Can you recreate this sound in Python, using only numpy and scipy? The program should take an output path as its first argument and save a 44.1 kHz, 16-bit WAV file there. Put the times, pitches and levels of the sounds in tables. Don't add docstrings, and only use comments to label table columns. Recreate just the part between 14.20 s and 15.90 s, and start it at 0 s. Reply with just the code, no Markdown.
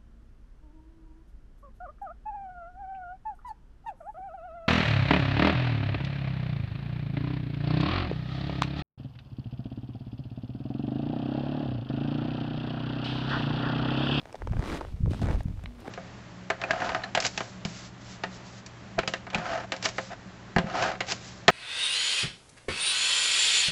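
import sys
import numpy as np
from scipy import signal
from scipy.fft import rfft, irfft, next_fast_len
from scipy.io import wavfile
from scipy.ndimage import uniform_filter1d

SR = 44100
rng = np.random.default_rng(int(sys.argv[2]) if len(sys.argv) > 2 else 0)


def bounce(signal):
    frames = np.transpose(np.atleast_2d(signal))
    limited = np.clip(frames, -1, 1)
    pcm = np.round(limited * 32767).astype(np.int16)
    wavfile.write(sys.argv[1], SR, pcm)


N = 74970


def undb(db):
    return 10 ** (np.asarray(db) / 20)


def unit(x):
    return x / np.sqrt(np.mean(x ** 2) + 1e-20)


def colour(x, points):
    size = 2 * next_fast_len(N)
    hz, db = np.array(points).T
    bin_hz = np.arange(size // 2 + 1) * SR / size
    log_gain = np.log(undb(np.interp(np.log(bin_hz + 1), np.log(hz), db)))
    cepstrum = irfft(log_gain)
    cepstrum[1:size // 2] *= 2
    cepstrum[size // 2 + 1:] = 0
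    return irfft(rfft(x, size) * np.exp(rfft(cepstrum)))[:N]


def curve(rows, column):
    rows = np.array(rows)
    return undb(np.interp(np.arange(N) / SR, rows[:, 0], rows[:, column], left=-120, right=-120))


def even(x, window_s=.031):
    size = int(window_s * SR)
    power = uniform_filter1d(uniform_filter1d(x ** 2, size), size // 2)
    return x / np.sqrt(power + 1e-20)


def grains(per_s, spread_db):
    chance, size, sign = rng.random(N), rng.exponential(size=N), rng.choice([-1, 1], N)
    return (chance < per_s / SR) * sign * undb(spread_db * np.minimum(size, 5))


def cracks(rows, bands, count=2048, softness_hz=1500, level_window_s=.008):
    out, t = np.zeros(N + count), np.arange(count) / SR
    filters = [signal.butter(3, band, "bp", fs=SR, output="sos") for band in bands]
    for start, decay, *levels in rows:
        burst = .45 * rng.standard_normal(count) * np.exp(-t / decay)
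        burst[0] += 1
        burst = signal.lfilter(*signal.butter(1, softness_hz, fs=SR), burst)
        i = int(start * SR)
        for k, (sos, db) in enumerate(zip(filters, levels)):
            part = signal.sosfilt(sos, burst)
            gain = undb(db) * np.sqrt(level_window_s * SR / np.sum(part ** 2))
            out[i:i + count] += (-1) ** k * gain * part
    return out[:N]


def hush():
    # frequency in Hz, relative level in dB.
    hush_colour = [(20, -3.5), (100, -2), (300, -7), (600, -18), (1200, -26.5), (2500, -24.5),
                   (5000, -30.5), (10000, -39), (15500, -46)]
    return undb(-54.5) * unit(colour(rng.standard_normal(N), hush_colour))


def crumbs():
    # frequency in Hz, relative level in dB.
    crumb_colour = [(100, -25), (350, -2), (600, 0), (1200, -6), (2500, -15), (5000, -24), (10000, -38),
                    (15000, -52)]
    # time in seconds, relative level in dB.
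    crumb_levels = [(0, 4.5), (.2, 5), (.7, 2), (.8, -4.5), (1.2, -1), (1.5, 1), (1.7, -6)]
    ticks = unit(colour(grains(per_s=330, spread_db=2), crumb_colour))
    return undb(-61.5) * ticks * curve(crumb_levels, column=1)


def taps(treble_octaves=1.15):
    # start and decay in seconds, low, mid and treble levels in dB, treble centre in Hz.
    strikes = [(0.015, 0.0021, -54.5, -61, -62, 4940), (.127, 0.0017, -50, -53.5, -55, 6560),
               (1.233, 0.0015, -68, -69, -62.5, 10000), (1.438, 0.0026, -51, -54, -62.5, 8500),
               (1.4584, 0.0016, -51, -49, -45, 3140), (1.604, 0.0016, -59, -67, -64, 11000)]
    bands = [(350, 1000), (950, 3600)]
    edge_ratios = 2 ** (np.array([-1, 1]) * treble_octaves / 2)
    return sum(cracks([row], bands + [hz * edge_ratios]) for *row, hz in strikes)


def yard(x, t, t60_s=.12):
    tail = rng.standard_normal(N) * np.exp(-np.log(1000) * t / t60_s)
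    return x + undb(-19) * signal.fftconvolve(x, tail / np.sqrt(np.sum(tail ** 2)))[:N]


def snaps():
    # start and crumble time in seconds, relative low, mid and treble levels in dB.
    breaks = [(.056, 0.00033, -45, -52, -61), (.071, 0.001, -54.5, -75, -77),
              (.0945, 0.00085, -53, -62, -74), (.144, 0.0025, -35.5, -57, -63),
              (.154, 0.004, -41, -55, -52.5), (.22, 0.00093, -37.5, -43, -67),
              (.2725, 0.0017, -34, -45, -55), (.297, 0.00065, -53, -65, -72),
              (.3225, 0.0009, -49, -50.5, -60), (.333, 0.00053, -39.5, -49, -73),
              (.336, 0.0011, -40.5, -59, -68), (.368, 0.0017, -40.5, -45, -66),
              (.3935, 0.0022, -41, -49, -54.5), (.425, 0.00065, -42, -43, -58),
              (.4395, 0.0011, -41, -47, -53), (.4585, 0.00084, -50, -43, -56),
              (.476, .001, -43.5, -47.5, -58), (.4995, 0.00073, -48, -43, -54),
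              (.5265, 0.00064, -45, -44, -52), (.547, .003, -35, -45, -48), (.5735, 0.0019, -44, -47, -54),
              (.6095, 0.0019, -32.5, -46.5, -54.5), (.615, .0015, -36, -53, -62),
              (.6495, 0.00097, -39.5, -52.5, -62), (.8595, 0.001, -40.5, -56.5, -64),
              (.9335, 0.0034, -38.5, -46, -53), (.945, 0.0012, -40.5, -48, -57),
              (.9945, 0.00093, -45.5, -56, -66), (1.016, 0.0027, -36, -47, -49.5),
              (1.0225, 0.0028, -36, -56, -60), (1.0305, 0.0021, -43.5, -47, -57),
              (1.041, .0008, -43, -56, -73), (1.057, .0015, -38, -46, -53), (1.0705, 0.0005, -49, -49, -54),
              (1.0855, 0.0037, -36, -43.5, -53.5), (1.104, 0.0054, -36, -47, -65),
              (1.111, 0.0023, -37.5, -44, -56), (1.129, .001, -43, -56, -63),
              (1.1465, 0.0016, -39.5, -52, -61), (1.157, 0.00091, -50, -57, -59),
              (1.2065, 0.0014, -39.5, -48.5, -62.5), (1.283, .002, -51, -60, -65),
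              (1.393, 0.0015, -53, -59.5, -77), (1.678, 0.0022, -38, -44, -57.5)]
    bands = [(330, 955), (1050, 2490), (2700, 8300)]
    return undb(-1) * cracks(breaks, bands)


def wind():
    # time in seconds, relative levels of rumble and flutter in dB.
    gusts = [(0, -78, -68), (.185, -57, -61), (.215, -27.5, -57), (.28, -27, -37), (.37, -23.5, -33.5),
             (.45, -37, -45.5), (.535, -27.5, -41.5), (.6, -35.5, -51), (.69, -31, -59),
             (.745, -33.5, -37.5), (.785, -35, -50), (.85, -39, -26), (.92, -30, -31.5), (.985, -36, -40),
             (1.03, -27.5, -25), (1.11, -29, -33.5), (1.18, -55, -31), (1.23, -48, -46.5),
             (1.3, -28.5, -33), (1.4, -34.5, -55), (1.48, -29.5, -48), (1.55, -44, -70),
             (1.61, -39.5, -50.5), (1.66, -64, -61), (1.7, -74, -64)]
    # frequency in Hz, relative level in dB.
    rumble_colour = [(12, -12.5), (25, -3), (45, 7.5), (70, -0.5), (100, -7), (160, -16), (400, -78)]
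    flutter_colour = [(40, -19), (85, 4), (125, -3.5), (200, -8.5), (300, -17.5), (450, -30.5), (900, -69),
                      (3000, -95.5)]
    rumble = undb(-8) * even(colour(rng.standard_normal(N), rumble_colour)) * curve(gusts, column=1)
    flutter = undb(1) * even(colour(rng.standard_normal(N), flutter_colour)) * curve(gusts, column=2)
    return rumble + flutter


def jerks(share, per_s=160, spread_db=1.2, decay_s=.0012):
    gaps, sizes = rng.random((N // 50, 2)).T
    onsets = (np.cumsum(.5 + gaps) * SR / per_s).astype(int)
    energies = undb(spread_db * -np.log(1 - sizes)) ** 2
    kicks = np.bincount(onsets, energies, minlength=N)[:N]
    power = signal.lfilter([1], [1, -np.exp(-1 / (decay_s * SR))], kicks)
    return np.sqrt(1 - share + share * power / power.mean())


def crunch():
    # time in seconds, relative levels of clumps and crystals in dB.
    steps = [
        [(.31, -65, -72), (.385, -56, -67.5), (.42, -45.5, -62.5), (.47, -46, -53.5), (.52, -40.5, -52.5),
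         (.572, -44, -53), (.598, -50, -64), (.635, -54, -66.5), (.73, -70, -71.5)],
        [(.885, -74, -89), (.908, -52, -56.5), (.94, -65, -60.5), (.985, -56, -60.5), (1.008, -63, -64),
         (1.025, -53, -53.5), (1.07, -46, -65.5), (1.115, -43, -57.5), (1.145, -51.5, -59.5),
         (1.165, -53.5, -69), (1.205, -62.5, -60.5), (1.235, -78, -82)],
        [(1.555, -70, -91), (1.605, -59, -64), (1.64, -58.5, -69.5), (1.67, -49, -62.5), (1.7, -54, -66)],
    ]
    # frequency in Hz, relative level in dB.
    clump_colour = [(60, -43.5), (150, -5.5), (330, 3.5), (500, -3), (750, -6), (1200, -8.5), (2200, -17),
                    (3200, -46), (6000, -49), (15000, -72)]
    crystal_colour = [(300, -37), (1500, -8.5), (2800, 0.5), (4200, -3.5), (6500, -12.5), (9000, -15),
                      (12000, -24.5), (15500, -27)]
    yielding = jerks(share=.65)
    gentler = yielding ** (.3 / .65)
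    clumps = undb(6) * even(colour(yielding * grains(per_s=3000, spread_db=2), clump_colour))
    crystals = undb(5) * even(colour(gentler * grains(per_s=9000, spread_db=2.5), crystal_colour))
    return sum(clumps * curve(step, column=1) + crystals * curve(step, column=2) for step in steps)


def thumps(t):
    # centre and half length in seconds, peak in dB.
    pulses = [(.315, 0.0018, -21.5), (0.367, 0.0028, -22.5), (.395, 0.0024, -17.5), (0.541, 0.0013, -34),
              (0.744, 0.0027, -31), (0.808, 0.0016, -21), (.838, 0.0028, -17), (.862, 0.013, -34),
              (.881, 0.0023, -18.5), (.917, 0.0011, -20.5), (1.027, 0.0012, -18), (1.077, 0.0033, -28),
              (1.106, 0.0019, -17), (1.146, 0.0041, -20.5), (1.168, 0.0049, -23), (1.207, 0.0035, -26.5),
              (1.259, 0.0016, -18.5), (1.384, 0.0027, -28), (1.442, 0.0017, -30), (1.683, 0.00062, -27.5)]
    out = np.zeros(N)
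    for centre, half, db in pulses:
        offset = (t - centre) / half
        out -= undb(db) * offset * np.exp(.5 - .5 * offset ** 2)
    return out


def squeaks(t, wobble_rad=.6, wobble_hz=150):
    # centre and width in seconds, pitch in Hz, peak in dB.
    slips = [(0.878, 0.0032, 426, -32.5), (0.912, 0.0028, 367, -29.5), (1.657, 0.0076, 777, -42)]
    lowpass = signal.butter(2, wobble_hz, fs=SR, output="sos")
    wobble = wobble_rad * unit(signal.sosfilt(lowpass, rng.standard_normal(N)))
    out = np.zeros(N)
    for centre, width, hz, db in slips:
        envelope = undb(db) * np.exp(-.5 * ((t - centre) / width) ** 2)
        out += envelope * np.sin(2 * np.pi * hz * (t - centre) + wobble)
    return out


def ring(t, hz=241, start_s=1.445, stop_s=1.61, attack_s=.02, t60_s=2.3, release_s=.016):
    age = np.maximum(t - start_s, 0)
    attack = 1 - np.exp(-age / attack_s)
    decay = np.exp(-np.log(1000) * age / t60_s)
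    damping = np.exp(-np.maximum(t - stop_s, 0) / release_s)
    return undb(-47.5) * attack * decay * damping * np.sin(2 * np.pi * hz * age)


def scene():
    t = np.arange(N) / SR
    steps = crunch() + crumbs() + squeaks(t) + snaps()
    background = hush()
    return (yard(steps + taps(), t) + ring(t) + wind() + thumps(t) + background)[None]


def record(dry):
    return signal.sosfilt(signal.ellip(10, .2, 70, 15600, fs=SR, output="sos"), dry)


dry = scene()
out = record(dry)
bounce(out)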